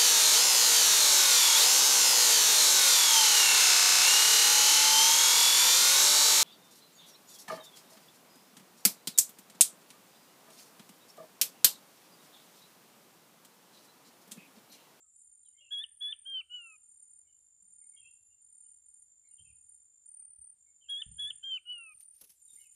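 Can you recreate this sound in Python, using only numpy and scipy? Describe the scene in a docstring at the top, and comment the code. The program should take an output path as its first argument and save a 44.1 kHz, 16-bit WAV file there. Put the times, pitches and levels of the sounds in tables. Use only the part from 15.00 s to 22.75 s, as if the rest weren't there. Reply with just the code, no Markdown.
"""Undergrowth below trees, one microphone: a rock quail whistles two series of four notes close by.
Two bright notes, a lower swelling one and a lowest fading one: swept partials of a single voice.
Crickets and thin buzzes are pulsed tones and narrow noise; a small far bird is short glides and echo.
Filtered noise makes soft bumps of the stand, faint air and the quail's run through dry grass near the end."""
import sys
import numpy as np
from scipy import signal
from scipy.fft import rfft, irfft, next_fast_len
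from scipy.io import wavfile
from scipy.ndimage import uniform_filter1d, map_coordinates

SR = 44100
rng = np.random.default_rng(int(sys.argv[2]) if len(sys.argv) > 2 else 0)


def bounce(signal):
    """Save signal as a 16-bit WAV file at the path given by the first command-line argument."""
    frames = np.transpose(np.atleast_2d(signal))
    limited = np.clip(frames, -1, 1)
    pcm = np.round(limited * 32767).astype(np.int16)
    wavfile.write(sys.argv[1], SR, pcm)


N = 341775
TIME = np.arange(N) / SR  # seconds

# All levels are relative, before echo and flicker; pitches are centres before any waver.
# The quail's two bright opening notes, which sag, bend upward and flick down.
# Each row: start in seconds, length in seconds, pitch in Hz, upward bend in Hz, level in dB.
BRIGHT_NOTES = [(.708, .127, 3381, 286, -36), (1.007, .1145, 3436, 149.4, -35.3),
                (5.887, .129, 3337, 280, -36), (6.183, .1175, 3395, 175, -36)]
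# Its third note, held and then swelling as it droops.
# Each row: start in seconds, length in seconds, pitch in Hz, level in dB, swell in dB.
SWELLING_NOTES = [(1.254, .148, 3203, -42, 6.5), (6.429, .14, 3193, -39.5, 5)]
# Its last note, climbing a little, then sinking and fading.
# Each row: start in seconds, climb in seconds, fall in seconds, top pitch in Hz, level in dB.
FADING_NOTES = [(1.498, .049, .205, 2980, -44), (6.656, 0.058, 0.2096, 2974, -41.5)]
# Every note slides up into its pitch from a soft start.
SCOOP_S, SCOOP_HZ, ONSET_DB = .014, 186, -18.5
# Sag as a share of the bend; the voice thins at the top of the bend.
SAG_SHARE, CHOKE_DB = .28, -13.5
# The flick: time to its loudest moment, pitch and level there, last pitch.
FLICK_S, FLICK_HZ, FLICK_DB, FLICK_END_HZ = .0062, 3120, 2.5, 2726
# The third note: droop over the swell, then the closing drop.
DROOP_HZ, DROP_S, DROP_END_HZ = 197.6, .018, 2267
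# The last note: its climb, then its even fall in pitch and level.
CLIMB_HZ, SINK_HZ_PER_S, FADE_DB_PER_S = 118.7, 2400, 91
# The throat passes the second harmonic and little above it. Each row: frequency in Hz, gain in dB.
THROAT = [(3800, 0), (4400, -13), (5500, -29)]
# The fundamental comes through best at the top of its range. Each row: its pitch in Hz, level in dB.
FUNDAMENTAL = [(1150, -76.5), (1260, -70.5), (1360, -69), (1480, -76.5), (1600, -74), (1690, -68.5),
               (1740, -63), (1820, -58.5)]
# Share of the overtones that leaves the beak. Each row: frequency in Hz, gain in dB.
BEAK = [(4350, -32.5), (4700, -45.5), (5200, -55.5), (5900, -51.5), (6600, -45.5), (8800, -48.5),
        (9600, -43), (10050, -25), (10400, -31.5), (11000, -49)]
# Overtones of the voice, as multiples of the fundamental.
BEAK_HARMONICS = (3, 4, 6)
# High notes add a tone an octave below the fundamental; the limit is the whistle's pitch.
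SUBTONE_DB, SUBTONE_ABOVE_HZ = -58, 3260
# Air rushing through the throat. Each row: frequency in Hz, level in dB per Hz.
HUSK = [(500, -45.5), (900, -10.5), (1250, -20), (1750, -10), (2200, 1), (3100, 8.5), (3700, -3.5),
        (4300, -22), (6000, -58)]
# Grit as a bright note reaches its pitch. Each row: frequency in Hz, level in dB per Hz.
RASP = [(2500, -40), (3600, -4.5), (4100, 0), (4900, -5), (5600, -39.5)]
RASP_DB = -73

# Dry grass under the running bird. Each row: time in seconds, level in dB.
RUSTLE = [(6.821, -113), (6.854, -86), (7.025, -73.5), (7.086, -86.5), (7.236, -63.5), (7.426, -80),
          (7.614, -68), (7.702, -87), (7.75, -71)]
# Its footfalls. Each row: time in seconds, crackle level in dB, thud level in dB.
STEPS = [(7.004, -61, -94), (7.145, -64.5, -88), (7.212, -50.5, -61.5), (7.228, -71, -97),
         (7.292, -54.5, -79.5), (7.53, -69.5, -76), (7.605, -69, -94)]
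# Colour of brushed dry grass. Each row: frequency in Hz, level in dB per Hz.
GRASS = [(350, -52), (600, -33), (854, -24.5), (1250, -33), (1410, -26.5), (2780, -16), (4130, -17.5),
         (6550, -9), (9190, -28.5), (10200, 1), (15400, -16.5)]
# Colour of the thuds on the ground. Each row: frequency in Hz, level in dB per Hz.
GROUND = [(60, -20), (160, -5), (300, -10.5), (480, -5), (650, -22), (1500, -20.5), (3000, -74)]

# The near cricket's bouts. Each row: start in seconds, end in seconds, level in dB.
CRICKET_BOUTS = [(0.157, 0.55, -65), (0.828, 1.332, -64.5), (1.611, 2.223, -63.5), (2.618, 3.167, -62.5),
                 (3.413, 3.8, -62), (3.854, 4.051, -60.5), (4.28, 4.863, -63.5), (5.055, 5.544, -58),
                 (5.891, 6.39, -59), (6.666, 7.19, -61), (7.418, 7.753, -61)]
BOUT_ARCH_DB = 1.5  # a bout is softer at its ends than in its middle
# A fast trill with a few pauses. 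Each row: start in seconds, end in seconds, level in dB.
TRILL_BOUTS = [(0, 0.735, -68.5), (1.544, 5.067, -68), (5.616, 6.557, -67.5), (7.417, 7.75, -66.5)]
TRILL_RISE_DB_PER_S, TRILL_FALL_DB_PER_S = 259.5, 199.5
# Another cricket far behind it. One row: start in seconds, end in seconds, level in dB.
FAINT_TRILL = (0, 5.1, -86)
# A higher, pulsing insect, briefly. Each row: start in seconds, end in seconds, level in dB.
HIGH_TRILL = [(0, 0.253, -70.5), (7.288, 7.752, -79.5)]
# Thin insect buzzes. Each row: start in seconds, length in seconds, level in dB.
BUZZES = [(0.046, 0.28, -73), (0.801, 0.36, -69.5), (1.52, 0.31, -72), (2.261, .25, -76),
          (3.063, 0.29, -73.5), (3.748, 0.18, -82.5), (3.899, 0.19, -72.5), (4.569, 0.26, -75),
          (5.217, 0.31, -78.5), (6.15, 0.25, -74)]

# The far bird's notes. Each row: start in seconds, pitch in Hz, glide in Hz, level in dB.
CHIPS = [(.027, 1320, -50, -89), (.44, 3970, -140, -84), (.447, 3460, -620, -80.5),
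         (0.545, 2130, 78.5, -83.5), (.575, 3070, 260.5, -71), (.603, 2883, -87.5, -64.5),
         (0.646, 2780, -93, -69), (2.25, 2196, 61, -94), (2.27, 3010, -61, -82.5), (2.812, 2210, 0, -85),
         (2.925, 2200, -27, -81.5), (2.96, 2900, -150, -78), (2.964, 3250, -67.5, -64),
         (3.007, 2736, -150, -72.5), (3.048, 2623, 209.5, -64), (3.301, 2845, -39, -83.5),
         (3.64, 2940, -41, -89), (4.24, 2183, -67, -83), (4.254, 4140, -100, -89), (4.305, 2880, -93, -88),
         (4.376, 2830, 30, -80.5), (4.379, 3157, -9, -70), (4.445, 2634, -46.5, -75),
         (4.474, 2887, -460, -75), (5.195, 2510, -200, -95.5), (5.66, 2186, 34.5, -87.5),
         (5.81, 3100, -75.5, -72), (5.838, 2884, -210, -78), (7.478, 3844, -210, -75),
         (7.568, 2080, 161, -73.5), (7.595, 3000, -55, -71), (7.63, 2840, -370, -76.5)]
CHIP_S = .046  # length of each note
# Decay of the echo among the trees. 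Each row: frequency in Hz, time to fall 60 dB in seconds.
WOOD = [(200, 0.24), (3000, .45), (10000, 0.037)]

# Soft bumps on the microphone's stand.
# Each row: start in seconds, level in dB, time to fall 60 dB in seconds.
BUMPS = [(3.0, -75, 0.38), (3.2, -85, .3), (4.392, -66, 0.73), (4.52, -83, 0.22), (5.385, -69, 0.2),
         (6.062, -50, 0.44), (6.24, -64, 0.31), (6.929, -74.5, 0.22)]
# Colour of the shaken stand. Each row: frequency in Hz, level in dB per Hz.
STAND = [(20, -28), (38, -21.5), (55, -2.5), (78, 3), (110, -4), (150, -6), (210, -18), (300, -42.5),
         (600, -55.5), (1500, -87.5)]
# Dull knocks in the undergrowth.
# Each row: start in seconds, pitch in Hz, level in dB, time to fall 60 dB in seconds.
KNOCKS = [(0.609, 585, -84, 0.16), (2.19, 594, -84, .1), (2.62, 183, -80, 0.51)]

# Faint rumbling air. Each row: frequency in Hz, level in dB per Hz.
AIR = [(20, -20), (40, -11), (70, 4.5), (110, -6), (200, -11.5), (400, -15.5), (1000, -19.5), (3000, -22),
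       (6000, -21), (11000, -23.5), (15500, -25.5)]
# Distant insects. Each row: frequency in Hz, level in dB per Hz.
CHORUS = [(5000, -64), (7500, -22), (8000, -17.5), (8400, -2), (8800, 3), (9200, -5.5), (9600, -16.5),
          (11000, -32), (14000, -67)]
TOP_HZ = 15500


def quail():
    """The throat favours the second harmonic; the bright notes end in a sharp, rough downward flick."""
    notes = [bright_note(*row) for row in BRIGHT_NOTES]
    notes += [swelling_note(*row) for row in SWELLING_NOTES]
    notes += [fading_note(*row) for row in FADING_NOTES]
    notes.sort()
    s, pitch, db = np.concatenate(notes).T
    hz = np.interp(TIME, s, pitch)
    sounding = sum(gate(path[0][0], path[-1][0], edge=.0035) for path in notes) ** 2
    # the voice falters on the highest pitches
    choked = np.clip((hz - 3430) / 150, 0, 1)
    # the blow moves evenly from point to point, and the sound grows with its square
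    blowing = np.interp(TIME, s, np.sqrt(amp(db)))
    level = sounding * blowing ** 2 * amp(0.86 * wobble(90) + 3 * choked * flicker(130))
    # the tone breaks up while its pitch is falling fastest
    flick = sounding * np.clip(-np.gradient(hz) * SR / 45000, 0, 1) ** 2
    flick = uniform_filter1d(flick, size=130)
    hz = uniform_filter1d(hz, size=180) * (1 + .0024 * wobble(220) + .012 * flick * wobble(600))
    phase = phase_of(hz / 2)  # of the fundamental
    level = uniform_filter1d(level, size=30)
    whistle = filtered(level * np.sin(2 * phase), lambda f: amp(along(THROAT, f)))

    # the fundamental saturates at a soft blow; above that pitch sets its level, with a flicker
    saturated = np.tanh(level / amp(-57.5))
    fundamental = saturated * amp(along(FUNDAMENTAL, hz / 2) - 1 + 5 * flicker(35)) * np.sin(phase)
    # overtones come and go, and need a strong, steady blow
    effort = level / level.max()
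    partials = sum(amp(along(BEAK, k * hz / 2) + 1.5 + 8 * flicker(40)) * np.sin(k * phase)
                   for k in BEAK_HARMONICS)
    overtones = level * effort * (1 - flick) * partials
    subtone_gain = (hz > SUBTONE_ABOVE_HZ) * amp(SUBTONE_DB + 9 * flicker(44))
    subtone = level * subtone_gain * np.sin(phase / 2 + wobble(120))
    voice = np.sqrt(2) * (whistle + fundamental + overtones + subtone)

    husk = level * effort * (amp(-35.5) + amp(-22.5) * flick) * noise(HUSK)
    near = amp(-20) * leaves(voice, t60=0.048) + amp(-11) * leaves(flick * whistle, t60=0.091)
    # the lower partial carries further into the trees, and the overtones scatter widely
    far = amp(-32) * trees(voice) + amp(-15.5) * trees(fundamental) + amp(-10.5) * trees(husk)
    far += amp(-5) * leaves(overtones, t60=0.21)
    grit = sum(blow(row[0] + SCOOP_S, t60=0.12, attack=.002) for row in BRIGHT_NOTES)
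    rasp = amp(RASP_DB) * grit * noise(RASP)
    return voice + husk + rasp + near + far


def bright_note(s, length, hz, bend, db):
    """(s, Hz, dB) path: scoop, shallow sag, a choked upward bend and a loud flick."""
    top = s + length
    return [(s, hz - SCOOP_HZ, db + ONSET_DB),
            (s + SCOOP_S, hz, db),
            (s + 0.47 * length, hz - SAG_SHARE * bend, db + 0.33),
            (s + .75 * length, hz + .08 * bend, db - 1.4),
            (top, hz + bend, db + CHOKE_DB),
            (top + FLICK_S, FLICK_HZ, db + FLICK_DB),
            (top + 2.3 * FLICK_S, FLICK_END_HZ, db - 21.5)]


def swelling_note(s, length, hz, db, swell_db):
    """(s, Hz, dB) path: scoop, hold, a drooping swell and a drop."""
    end = s + length
    return [(s, hz - SCOOP_HZ, db + ONSET_DB),
            (s + SCOOP_S, hz, db - 1),
            (s + 0.5 * length, hz - 8, db + .6),
            (s + .74 * length, hz - .6 * DROOP_HZ, db + swell_db),
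            (end, hz - DROOP_HZ, db + swell_db - 2.5),
            (end + DROP_S, DROP_END_HZ, db - 22)]


def fading_note(s, climb, fall, hz, db):
    """(s, Hz, dB) path: a slow climb, then pitch and level sink almost evenly until the voice stops."""
    top = s + climb
    end_hz, end_db = hz - SINK_HZ_PER_S * fall, db - FADE_DB_PER_S * fall
    return [(s, hz - CLIMB_HZ, db + ONSET_DB),
            (s + .4 * climb, hz - .55 * CLIMB_HZ, db - 4),
            (top, hz, db + 3),
            (top + fall / 4, (3 * hz + end_hz) / 4, (3 * db + end_db) / 4 - 0.5),
            (top + fall, end_hz, end_db),
            (top + fall + .012, end_hz - 60, end_db - 2)]


def running():
    """Dry grass brushes past in dense grains; each footfall adds a crackle and a light thud."""
    s, db = np.transpose(RUSTLE)
    brushing = amp(np.interp(TIME, s, db) + 2) * gate(s[0], s[-1], edge=.02)
    crackle = sum(amp(crackle_db) * blow(s, t60=0.1, attack=0.0017) for s, crackle_db, _ in STEPS)
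    thud = sum(amp(thud_db) * blow(s, t60=0.14, attack=0.0028) for s, _, thud_db in STEPS)
    grains = noise(GRASS, sizes=amp(2.2 * wobble(900) + 2.5 * wobble(90)))
    snaps = amp(7.5) * stalks(per_second=210, pitch_hz=7640)
    return (brushing + crackle) * (grains + snaps) + thud * noise(GROUND)


def stalks(per_second, pitch_hz):
    """Single stalks snap at random moments, each dying within a few cycles."""
    ticks, t = np.zeros(N), np.arange(SR // 200) / SR
    start, end = RUSTLE[0][0], min(RUSTLE[-1][0], TIME[-len(t) - 1])
    for when, pitch, size in rng.random((int(per_second * (end - start)), 3)):
        hz = pitch_hz * 2 ** (2 * pitch - 1)  # up to an octave either way
        ring = np.sin(2 * np.pi * hz * t) * np.exp(-hz * t / 4)
        first = int((start + when * (end - start)) * SR)
        ticks[first:first + len(t)] += size ** 3 * ring
    return ticks


def near_cricket():
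    """Bouts of separate, piercing syllables; each bout swells and eases."""
    bouts = np.zeros(N)
    for start, end, db in CRICKET_BOUTS:
        span = slice(int(start * SR), int(end * SR))
        u = np.clip((TIME[span] - start) / (end - start), 0, 1)
        closing = np.minimum((end - TIME[span]) / 0.0064, 1)
        bouts[span] = amp(db - BOUT_ARCH_DB * (2 * u - 1) ** 2) * closing
    syllables = stridulation(9040, 36.9, duty=.72, sag_hz=72, scatter_db=2.35, drift_hz=22.7,
                             starts=[row[0] for row in CRICKET_BOUTS])
    song = bouts * amp(1.58 + 3.7 * flicker(14)) * syllables
    return song + amp(-6.5) * leaves(song, t60=0.18)


def trills():
    """A fast trill with a fuzzy lower tone; a fainter cricket and a higher insect join the whine."""
    slopes = [db - TRILL_RISE_DB_PER_S * np.maximum(start - TIME, 0)
              - TRILL_FALL_DB_PER_S * np.maximum(TIME - end, 0) for start, end, db in TRILL_BOUTS]
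    singing = amp(np.max(slopes, axis=0))
    wavering = singing * amp(-0.5 + 0.43 * wobble(7.7))
    fast = wavering * stridulation(7238, 51, duty=1, sag_hz=39.6, scatter_db=1, drift_hz=23.4)
    lower = singing * amp(-4.5) * narrow(7035, width_hz=120)
    start, end, faint_db = FAINT_TRILL
    faint = amp(faint_db) * gate(start, end, edge=0.088) * narrow(7100, width_hz=210)
    joining = sum(amp(db) * gate(start, end, edge=.03) for start, end, db in HIGH_TRILL)
    high = joining * stridulation(7650, 17, duty=1, sag_hz=30, scatter_db=1.5, drift_hz=70)
    return fast + lower + faint + high + leaves(fast, t60=.12)


def stridulation(pitch_hz, rate, duty, sag_hz, scatter_db, drift_hz, starts=()):
    """Each wing stroke is a smooth tone pulse that sags in pitch as the wing slows; rate in strokes/s."""
    strokes = np.cumsum(rate * (1 + 0.02 * wobble(25))) / SR
    for s in starts:  # a bout starts with a fresh stroke
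        strokes[int(s * SR):] += -strokes[int(s * SR)] % 1
    count = strokes.astype(int)
    u = np.minimum((strokes - count) / np.clip(duty, .1, 1), 1)
    size = amp(scatter_db * rng.standard_normal(N // 100))[count]
    hz = pitch_hz + sag_hz * (.5 - u) + drift_hz * wobble(150)
    return unit(size * np.sin(np.pi * u) ** 2 * np.sin(phase_of(hz)))


def buzzes():
    """A thin band of noise swells and stops, mostly about every three quarters of a second."""
    swell = sum(amp(db) * np.interp(TIME, [s, s + .7 * length, s + length], [0, 1, 0])
                for s, length, db in BUZZES)
    return swell * narrow(10590, width_hz=220)


def far_bird():
    """Short wavering notes far off among the trees, with a softer echo."""
    song, quiver = np.zeros(N), 50 * wobble(200)  # quiver in Hz
    u = np.linspace(0, 1, int(CHIP_S * SR))
    swell = np.sqrt(np.abs(np.sin(np.pi * u)))
    for s, hz, glide_hz, db in CHIPS:
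        span = slice(int(s * SR), int(s * SR) + len(u))
        song[span] += amp(db) * swell * np.sin(phase_of(hz + glide_hz * u + quiver[span]))
    song *= 1 + 0.088 * wobble(220)
    return amp(5) * song + leaves(song, t60=0.2) + amp(-5.5) * trees(song)


def bumps():
    """Dull shudders of the stand, and faint knocks in the undergrowth."""
    shudders = noise(STAND) * sum(amp(db) * blow(s, t60, attack=0.0055) for s, db, t60 in BUMPS)
    knocks = sum(amp(db) * blow(s, t60, attack=0.008) * narrow(hz, width_hz=31)
                 for s, hz, db, t60 in KNOCKS)
    return shudders + knocks


def background():
    """Faint rumbling air and a blur of distant insects, both as slowly wavering coloured noise."""
    air = amp(-87.5 + 0.23 * wobble(1.5)) * noise(AIR)
    chorus = amp(-74.5 + 0.44 * wobble(2.3)) * noise(CHORUS)
    return air + chorus


def trees(x):
    """Diffuse echo from trunks and leaves: a noise tail whose decay time depends on frequency."""
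    hz, t, z = signal.stft(rng.standard_normal(SR), SR, nperseg=256)
    tail = signal.istft(z * amp(-60 * t / along(WOOD, hz)[:, None]), SR, nperseg=256)[1]
    return signal.fftconvolve(x, tail / np.linalg.norm(tail))[:N]


def leaves(x, t60):
    """Dense, brief scatter from the plants close by."""
    t = TIME[:SR // 8]
    scatter = rng.standard_normal(len(t)) * amp(-60 * t / t60)
    return signal.oaconvolve(x, scatter / np.linalg.norm(scatter))[:N]


def blow(s, t60, attack):
    """Envelope of a blow that rises and dies away."""
    envelope, first = np.zeros(N), int(s * SR)
    t = TIME[:min(SR, N - first)]
    envelope[first:first + len(t)] = (1 - np.exp(-t / attack)) * amp(-60 * np.minimum(t / t60, 3))
    return envelope


def narrow(hz, width_hz):
    """A fuzzy tone: noise in a narrow band."""
    phase = 2 * np.pi * hz * TIME
    return unit(wobble(width_hz) * np.sin(phase) + wobble(width_hz) * np.cos(phase))


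def noise(spectrum, sizes=1):
    """Coloured noise of rms 1; uneven sizes make it grainy."""
    return unit(filtered(sizes * rng.standard_normal(N), lambda hz: amp(along(spectrum, hz))))


def filtered(x, response):
    """x times a response of frequency."""
    m = next_fast_len(N + SR // 2)
    return irfft(rfft(x, m) * response(np.fft.rfftfreq(m, 1 / SR)), m)[:N]


def wobble(rate):
    """A smooth random curve, rate knots a second."""
    knots = rng.standard_normal(int(N * rate / SR) + 4)
    steps = np.arange(0, len(knots) - 1, 1 / 10)
    return np.interp(TIME * rate, steps, map_coordinates(knots, [steps]))


def flicker(rate):
    """A smooth random curve kept between -1 and 1."""
    return np.tanh(wobble(rate))


def phase_of(hz):
    """Running phase of a changing frequency, in radians."""
    return 2 * np.pi * np.cumsum(hz) / SR


def gate(start, end, edge):
    """1 between start and end, fading over edge seconds outside."""
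    return np.clip(np.minimum(TIME - start, end - TIME) / edge + 1, 0, 1)


def along(points, hz):
    """Value at hz from (Hz, value) points, joined on a log frequency axis."""
    f, v = np.transpose(points)
    return np.interp(np.log(hz + 1), np.log(f + 1), v)


def amp(db):
    """Decibels to gain."""
    return np.exp(np.asarray(db) * (np.log(10) / 20))


def unit(x):
    """Scale to rms 1."""
    return x / np.sqrt(np.mean(x ** 2) + 1e-20)


def scene():
    """Everything at one microphone."""
    birds = quail() + far_bird()
    insects = near_cricket() + trills() + buzzes()
    return (birds + insects + bumps() + running() + background())[None]


def record(dry):
    """The microphone channel keeps nothing above its band limit."""
    return filtered(dry[0], lambda hz: hz < TOP_HZ)[None]


dry = scene()
out = record(dry)
bounce(out)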